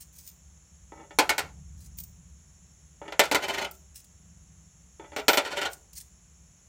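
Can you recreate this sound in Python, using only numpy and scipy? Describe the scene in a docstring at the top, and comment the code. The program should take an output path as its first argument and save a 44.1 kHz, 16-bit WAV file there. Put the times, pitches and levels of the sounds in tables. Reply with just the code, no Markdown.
"""Three coins drop one by one through the lid slot of a small plastic money box on a table.
Each rubs and knocks on the lid, then bounces on the hard floor: a dry crack plus the damped modes of the box.
Tiny rim contacts in ever quicker leans rock it to rest; grazes at the slot and a high coin ring are added.
In the hand, further off, coins slide and clink as uneven runs of ticks with a very high ring.
A short diffuse room echo lies on both; behind them filtered noise makes a swelling rumble and a thin hiss."""
import sys
import numpy as np
from scipy import signal
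from scipy.fft import rfft, irfft, next_fast_len
from scipy.io import wavfile
from scipy.ndimage import uniform_filter1d

SR = 44100
rng = np.random.default_rng(int(sys.argv[2]) if len(sys.argv) > 2 else 0)


def inscribe(sig):
    """Save sig as 16-bit PCM at rate SR to the path in sys.argv[1].

    A 1-D sig is mono; a 2-D sig holds one channel per row.
    Samples are clipped to [-1, 1] before scaling.
    """
    pcm = np.round(np.clip(np.atleast_2d(sig).T, -1, 1) * 32767)
    wavfile.write(sys.argv[1], SR, pcm.astype(np.int16))


N = 294588
RING_SIZE = 16384  # samples in one ringing sound
AGE = np.arange(RING_SIZE) / SR  # seconds since its start


def undb(db):
    """Decibels to gain."""
    return 10 ** (np.asarray(db) / 20)


def unit(x):
    """Scale to rms 1."""
    return x / np.sqrt(np.mean(x ** 2))


def burst(x):
    """Scale so that the loudest hundredth of a second has rms 1."""
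    return x / np.sqrt(uniform_filter1d(x ** 2, size=441).max())


def along(points, hz):
    """Read (Hz, value) points on a log-frequency axis."""
    f, value = np.transpose(points)
    return np.interp(np.log(hz + 1), np.log(f), value)


def freqs(x):
    """Frequency of each spectral bin of x."""
    return np.arange(len(x) // 2 + 1) * SR / len(x)


def colour(x, db):
    """Causal (minimum-phase) filter with the given dB for each bin."""
    half = len(x) // 2
    cepstrum = irfft(np.log(undb(db)), len(x))
    # folding the cepstrum forward keeps the response from starting early
    cepstrum[1:half] *= 2
    cepstrum[half + 1:] = 0
    return irfft(rfft(x) * np.exp(rfft(cepstrum)), len(x))


def shaped(x, points):
    """Filter x by a curve of (Hz, dB) points."""
    return colour(x, along(points, freqs(x)))


def fade(t60):
    """Exponential decay that falls 60 dB in t60 seconds."""
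    return np.exp(-np.log(1000) * AGE / max(t60, 1e-3))


def tail(noise, t60s):
    """Noise that dies away at its own pace in each band."""
    spectrum, out = rfft(noise), 0
    hz, times = np.transpose(t60s)
    for t60, share in zip(times, np.eye(len(hz))):
        band = along(np.column_stack([hz, share]), freqs(noise))
        out = out + fade(t60) * irfft(spectrum * band, len(noise))
    return out


def ring(modes, scatter_db):
    """Damped modes, each with a random phase and a scattered level, as from blows in different spots."""
    out = 0
    for hz, db, t60 in modes:
        level = undb(db + scatter_db * rng.standard_normal())
        out = out + level * fade(t60) * np.sin(2 * np.pi * (hz * AGE + rng.random()))
    return out


def chatter(length, rate, scatter_db, first=0.9):
    """A first touch, then a short run of tiny uneven contacts that swells and ebbs."""
    contacts = rng.random(RING_SIZE) < rate / SR  # rate in contacts per second
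    progress = np.clip(AGE / max(length, 1e-3), 0, 1)
    swell = np.sqrt(np.sin(np.pi * progress).clip(0))
    strength = undb(scatter_db * rng.standard_normal(RING_SIZE))
    pushes = contacts * swell * strength * rng.choice([-1, 1], RING_SIZE)
    pushes[0] = first
    return pushes


def drive(pushes, response):
    """The ring of a body under a run of pushes."""
    return signal.fftconvolve(pushes, response)[:RING_SIZE]


def add(out, s, x):
    """Mix x in at s seconds."""
    i = max(int(s * SR), 0)
    out[i:i + len(x)] += x[:len(out) - i]


def narrow(hz, width, size):
    """A wavering tone: noise through one sharp resonance, at half amplitude width Hz off centre."""
    noise = rng.standard_normal(size)
    return unit(irfft(rfft(noise) / (1 + ((freqs(noise) - hz) / width) ** 2), size))


def background():
    """Coloured noise: a low, humming rumble that swells now and then, and an even hiss with two faint whines."""
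    # Spectrum of the rumble. Each row: frequency in Hz, density in dB per Hz.
    rumble_colour = [(15, -62), (25, -30.5), (34, -18.5), (46, -7), (59, 0.5), (70, 2.5), (85, -3.5),
                     (124, -13.5), (155, -5), (173, -4.5), (226, -22), (330, -33), (430, -59.5),
                     (730, -120)]
    # Core of the rumble: frequency in Hz, width in Hz, level in dB against the broad rumble.
    drone_hz, drone_width, drone_db = (71, 4, -6.5)
    # Higher hum that comes out in the swells: frequency in Hz, width in Hz, level in dB against the rumble.
    hum_hz, hum_width, hum_db = (140, 4, -24)
    # Swells of the rumble. Each row: peak in seconds, half width in seconds, rise in dB.
    swells = [(1.78, .6, 10.5), (3.451, .25, 4), (4.38, 0.36, 4.5)]
    # Spectrum of the steady hiss. Each row: frequency in Hz, density in dB per Hz.
    hiss_colour = [(100, -6), (400, -9.5), (1500, -13.5), (3000, -15), (5100, -21), (6400, -1.5), (7200, 0),
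                   (8000, -15), (8900, -23.5), (9600, -16), (10300, -12), (11000, -20.5), (11800, -27),
                   (16000, -29)]
    # Narrow bands in the hiss. Each row: frequency in Hz, width in Hz, level in dB.
    whine_bands = [(5525, 35, -75.5), (5900, 110, -83.5)]
    rumble_db, hiss_db = -58.5, -61.5

    size = next_fast_len(N, True)
    t = np.arange(size) / SR
    swell_db = sum(db * np.exp(-((t - s) / width) ** 2) for s, width, db in swells)
    rumble = unit(shaped(rng.standard_normal(size), rumble_colour))
    rumble = rumble + undb(drone_db) * narrow(drone_hz, drone_width, size)
    # the hum takes the swell twice, here and with the rumble
    hum = undb(hum_db + swell_db) * narrow(hum_hz, hum_width, size)
    hiss = undb(hiss_db) * unit(shaped(rng.standard_normal(size), hiss_colour))
    whines = sum(undb(db) * narrow(hz, width, size) for hz, width, db in whine_bands)
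    return ((rumble + hum) * undb(rumble_db + swell_db) + hiss + whines)[:N]


def jingle(touches, ring_db, click_t60=0.052, ring_t60=0.035, detune=.01):
    """Coin on coin: dry ticks with a very high, damped ring, tuned a little differently each time."""
    # Spectrum of a coin held in the fingers. Each row: frequency in Hz, density in dB per Hz.
    clink_colour = [(400, -72), (1300, -28), (1900, -15), (3500, -11.5), (5200, -3.5), (7000, -2.5),
                    (9300, -1), (11000, -8), (13500, -9.5), (15500, -5.5)]
    # Ringing modes of held coins before detuning: frequencies in Hz.
    clink_hz = [14300, 14450, 14600, 14900, 15300]
    tick = shaped(rng.standard_normal(RING_SIZE) * fade(click_t60), clink_colour)
    modes = [(hz * (1 + detune * rng.standard_normal()), 0, ring_t60) for hz in clink_hz]
    metal = ring(modes, scatter_db=3)
    return burst(burst(drive(touches, tick)) + undb(ring_db) * burst(drive(touches, metal)))


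def hand():
    """The next coin is picked from the palm: uneven sliding and a few sharp clicks."""
    # Coins slide over each other. Each row: start in seconds, length in seconds, level in dB,
    # ring in dB against the ticks.
    shuffles = [(0.003, 0.03, -44.5, -4), (0.127, 0.15, -46.5, -4.5), (0.264, 0.059, -43, -3),
                (1.777, 0.11, -53.5, -22), (1.972, 0.044, -38.5, 5), (3.719, 0.053, -57, -6.5),
                (3.945, 0.061, -43.5, -12), (5.7, 0.031, -49, -4), (5.957, 0.029, -38.5, -24)]
    # One coin clicks on another. Each row: start in seconds, level in dB, ring in dB against the ticks.
    clinks = [(1.986, -35.5, 2), (2.036, -40.5, 2), (3.712, -40.5, 6), (4.043, -53.5, -16),
              (5.731, -38.5, -27), (5.932, -46.5, -13), (5.953, -50, -22), (6.002, -44.5, -18.5),
              (6.010, -43, -19)]
    clink_s = 0.0025  # how long a click chatters
    out = np.zeros(N)
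    for s, length, db, ring_db in shuffles:
        touches = chatter(length, rate=600, scatter_db=5.5)
        add(out, s, undb(db) * jingle(touches, ring_db))
    for s, db, ring_db in clinks:
        touches = chatter(clink_s, rate=900, scatter_db=5.0, first=2.5)
        add(out, s, undb(db) * jingle(touches, ring_db))
    return out


def blow(walls, modes, modes_db, own_db=2, scatter_db=2):
    """One blow on the plastic: its main modes and a crowd of small ones, partly the same at every spot."""
    # Spectrum of the crowded smaller modes. Each row: frequency in Hz, density in dB per Hz.
    crowd_colour = [(45, -40), (190, -11.5), (290, -4), (600, 2), (960, -3), (1140, -10), (1420, 2),
                    (1670, -6.5), (2200, -2), (4200, -8), (8200, -9.5), (10300, -17.5), (12500, -13),
                    (16000, -25.5)]
    # Their decay. Each row: frequency in Hz, t60 in seconds.
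    crowd_t60 = [(150, 0.1), (500, 0.17), (1200, 0.19), (3000, 0.12), (7000, 0.087), (14000, 0.056)]
    stir = walls + undb(own_db) * rng.standard_normal(RING_SIZE)
    crowd = shaped(tail(stir, crowd_t60), crowd_colour)
    return burst(crowd) + undb(modes_db) * burst(ring(modes, scatter_db))


def cushioned(walls, soft_hz):
    """A touch on the lid, dulled by the fingers that hold the coin."""
    # Modes of the lid with fingers on it. Each row: frequency in Hz, level in dB, t60 in seconds.
    lid_modes = [(318, -1, .15), (404, -4, .14), (578, -1, .16), (800, -2, .12), (870, 0, .15),
                 (925, -3, .13), (1290, -4, .12), (1800, -4, .12), (1985, -4, .12), (2240, -4, .13),
                 (2825, -5, .12), (3280, -7, .1), (3480, -5, .12), (4470, -12, .1)]
    sound = blow(walls, lid_modes, modes_db=4.0)
    return colour(sound, -20 * np.log10(1 + (freqs(sound) / soft_hz) ** 2))


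def lid(walls):
    """The coin knocks and rubs on the lid as it finds the slot."""
    # Soft knocks of fingers and coin. Each row: start in seconds, level in dB, muffled above in Hz.
    knocks = [(0.921, -41.5, 1089), (1.108, -44, 4500), (3.016, -37.5, 1400), (3.08, -38, 4505),
              (4.996, -40, 1795), (5.045, -49, 1804), (5.119, -45.5, 3293), (5.132, -45, 3400)]
    # The coin rubs towards the slot. Each row: start in seconds, length in seconds, level in dB,
    # muffled above in Hz.
    rubs = [(0.92, 0.15, -46, 1152), (3.03, 0.042, -44.5, 1900), (5.0, 0.11, -49, 1400)]
    out = np.zeros(N)
    for s, db, soft_hz in knocks:
        add(out, s, undb(db) * burst(cushioned(walls, soft_hz)))
    for s, length, db, soft_hz in rubs:
        slips = chatter(length, rate=220, scatter_db=4.0)
        add(out, s, undb(db) * burst(drive(slips, cushioned(walls, soft_hz))))
    return out


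def floor_modes(s):
    """The box modes as stirred by the coin that is falling at s seconds."""
    # Modes of the box, stirred differently where each coin lands. Each row: frequency in Hz,
    # t60 in seconds, then the level in dB for the first, second and third coin.
    box_modes = [(298, .14, -8, -7, -7), (398, .11, -16, -7, -4), (463, .15, -14, -9, -9),
                 (578, .14, -13, -1, -2), (798, .11, -5, -3, -1), (870, .14, -4, -4, -6),
                 (958, .17, -7, -7, -7), (1015, .13, -7, -6, -8), (1356, .12, -7, -4, -1),
                 (1478, .11, -5, -6, -8), (1809, .1, -6, -8, -7), (1927, .09, -11, -9, -8),
                 (2045, .09, -13, -1, -9), (2110, .09, -3, -3, -9), (2203, .09, 1, -11, -6),
                 (2330, .08, -10, -6, -5), (2428, .1, -6, -9, -8), (2573, .09, -15, -9, -10),
                 (2793, .08, -14, -8, -10), (3039, .09, -15, -3, 0), (3470, .1, -20, -8, -4),
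                 (3655, .08, -10, -9, -7), (3892, .08, -14, -5, -12), (4184, .08, -13, -5, -5),
                 (4349, .07, -13, -10, -3), (4462, .08, -4, -5, -12), (5065, .07, -15, -12, -13),
                 (5345, .07, -14, -15, -11), (6950, .07, -13, -14, -20), (8250, .06, -17, -17, -15)]
    # When each coin's turn begins, in seconds.
    drop_s = [.8, 2.9, 4.9]
    coin = np.searchsorted(drop_s, s) - 1
    return [(hz, levels[coin], t60) for hz, t60, *levels in box_modes]


def box(walls, s, bass_db, treble_db, modes_db, crack_db, bass_hz=600, treble_hz=6500, crack_t60=0.0085):
    """A coin meets the floor of the box: a flat landing pushes the bass, an edge landing the treble."""
    # Spectrum of the hard contact itself. Each row: frequency in Hz, density in dB per Hz.
    crack_colour = [(300, -34.5), (1500, -4.5), (4000, -0.5), (9000, -3), (16000, -3.5)]
    crack = shaped(rng.standard_normal(RING_SIZE) * fade(crack_t60), crack_colour)
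    sound = burst(blow(walls, floor_modes(s), modes_db)) + undb(crack_db) * burst(crack)
    hz = freqs(sound)
    bass_shelf = bass_db / (1 + (hz / bass_hz) ** 2)
    treble_shelf = treble_db * hz ** 2 / (hz ** 2 + treble_hz ** 2)
    return burst(colour(sound, bass_shelf + treble_shelf))


def bounces(walls):
    """Each coin strikes the floor with one rim, then slaps down with the other, later when it is slower."""
    # Landings and bounces on the floor. Each row: start in seconds, level in dB before the common lift
    # in the scene, bass tilt in dB, treble tilt in dB.
    strikes = [(1.187, -14, 0.5, -0.5), (1.293, -18.5, -4.5, 0.5), (1.381, -22.5, -3.5, 5),
               (3.194, -12, 1.5, 1.5), (3.237, -30, -18, -5), (3.314, -20.5, 3.5, -1), (3.347, -18, 2, 1),
               (3.484, -33.5, -1, 1), (5.282, -13, -1, 1.5), (5.332, -21.5, -2.5, 0),
               (5.373, -17.5, 0.5, 0), (5.450, -35.5, -18, -14), (5.571, -30.5, -7, -9),
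               (5.615, -28.5, -13, -9)]
    full_drop_db = -12  # a strike this loud slaps after exactly slap_s seconds
    slap_db, slap_s, slap_lag_power = -4, .0045, .65
    out = np.zeros(N)
    for s, db, bass_db, treble_db in strikes:
        lag = slap_s * undb(full_drop_db - db) ** slap_lag_power
        for when, touch_db in [(s, db), (s + lag, db + slap_db)]:
            touch = box(walls, s, bass_db, treble_db, modes_db=0.5, crack_db=-12.5)
            add(out, when, undb(touch_db) * touch)
    return out


def rocking(walls, bass_db=-1.5, bright_db=-5.5, rate=3000, scatter_db=3.5):
    """The rim rolls in tiny contacts that press and ease with each lean, ever faster until the coin lies flat."""
    # Coins rocking to rest. Each row: start in seconds, lies flat after in seconds, first lean in seconds,
    # level in dB, change per lean in dB, treble tilt in dB on top of bright_db.
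    rockings = [(1.41, .08, .06, -46, -3, -15), (3.403, .248, .0625, -26.8, 0.3, -4.5),
                (5.424, .25, .067, -27, 1.6, -9)]
    lean_shrink = .85  # each lean lasts this share of the one before
    lean_dip_db = 18.5  # how much more lightly the rim touches between two leans
    out = np.zeros(N)
    for s, length, period, db, change_db, treble_db in rockings:
        sway = np.clip(1 - AGE * (1 - lean_shrink) / period, 1e-3, 1)
        lean = np.log(sway) / np.log(lean_shrink)  # running count of leans
        press_db = change_db * lean - lean_dip_db * np.cos(np.pi * lean) ** 2
        contacts = (rng.random(RING_SIZE) < rate / SR) * rng.choice([-1, 1], RING_SIZE) * (AGE < length)
        pushes = contacts * undb(press_db + scatter_db * rng.standard_normal(RING_SIZE))
        touch = box(walls, s, bass_db, treble_db + bright_db, modes_db=-3, crack_db=-11.5)
        add(out, s, undb(db) * burst(drive(pushes, touch)))
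    return out


def slot(walls):
    """The falling coin ticks against the slot and slides along its edge."""
    # The coin is let go and grazes the edge. Each row: start in seconds, level in dB, slides for in seconds,
    # bass tilt in dB, treble tilt in dB.
    grazes = [(3.123, -32.5, 0.0018, -2.5, -15.5), (5.163, -28, 0.043, 5.5, -7)]
    out = np.zeros(N)
    for s, db, length, bass_db, treble_db in grazes:
        pushes = chatter(length, rate=690, scatter_db=5.5, first=5.2)
        touch = box(walls, s, bass_db, treble_db, modes_db=-2.5, crack_db=-12)
        add(out, s, undb(db) * burst(drive(pushes, touch)))
    return out


def coin_rings(choke_s=.009):
    """A cleanly struck coin rings in the air until it lands again and is choked."""
    # Rings of the free coin. Each row: start in seconds, level in dB, t60 in seconds, free for in seconds.
    free_rings = [(5.164, -58, .3, .11), (5.282, -33.5, 0.7, 0.092)]
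    # Modes of the free coin: frequencies in Hz.
    coin_hz = [14298, 14460]
    out = np.zeros(N)
    for s, db, t60, free_s in free_rings:
        choke = np.exp(-np.maximum(AGE - free_s, 0) / choke_s)
        metal = ring([(hz, 0, t60) for hz in coin_hz], scatter_db=1)
        add(out, s, undb(db) * choke * burst(metal))
    return out


def room(x, wet_db, delay_s=0.0025):
    """A short diffuse echo from the near walls: noise that decays at its own pace in each band."""
    t60s = [(300, 0.62), (1500, 0.25), (5000, 0.29), (14000, 0.28)]  # (Hz, seconds)
    echo = tail(rng.standard_normal(RING_SIZE), t60s)
    echo = echo * np.clip(AGE / delay_s - 1, 0, 1)  # silent up to the delay, full at twice the delay
    return x + undb(wet_db) * signal.fftconvolve(x, echo / np.linalg.norm(echo))[:N]


def scene(bounce_db=.5):
    """Box and hand in the room; the hand is further off, so more of it comes by way of the walls."""
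    walls = rng.standard_normal(RING_SIZE)  # the part of every blow that is the same at all spots
    money_box = undb(bounce_db) * bounces(walls) + rocking(walls) + slot(walls) + coin_rings() + lid(walls)
    return (room(money_box, wet_db=-19.5) + room(hand(), wet_db=-13.0) + background())[None]


def record(dry, ceiling=0.91, low_cut_hz=38, top_hz=15950):
    """The recorder drops the deepest bass, rounds the loudest peaks and cuts the top."""
    low_cut = signal.butter(2, low_cut_hz, "highpass", fs=SR, output="sos")
    top_cut = signal.ellip(10, .2, 70, top_hz, fs=SR, output="sos")
    sound = signal.sosfilt(low_cut, dry)
    rounded = ceiling * np.tanh(sound / ceiling)
    return signal.sosfilt(top_cut, rounded)


dry = scene()
out = record(dry)
inscribe(out)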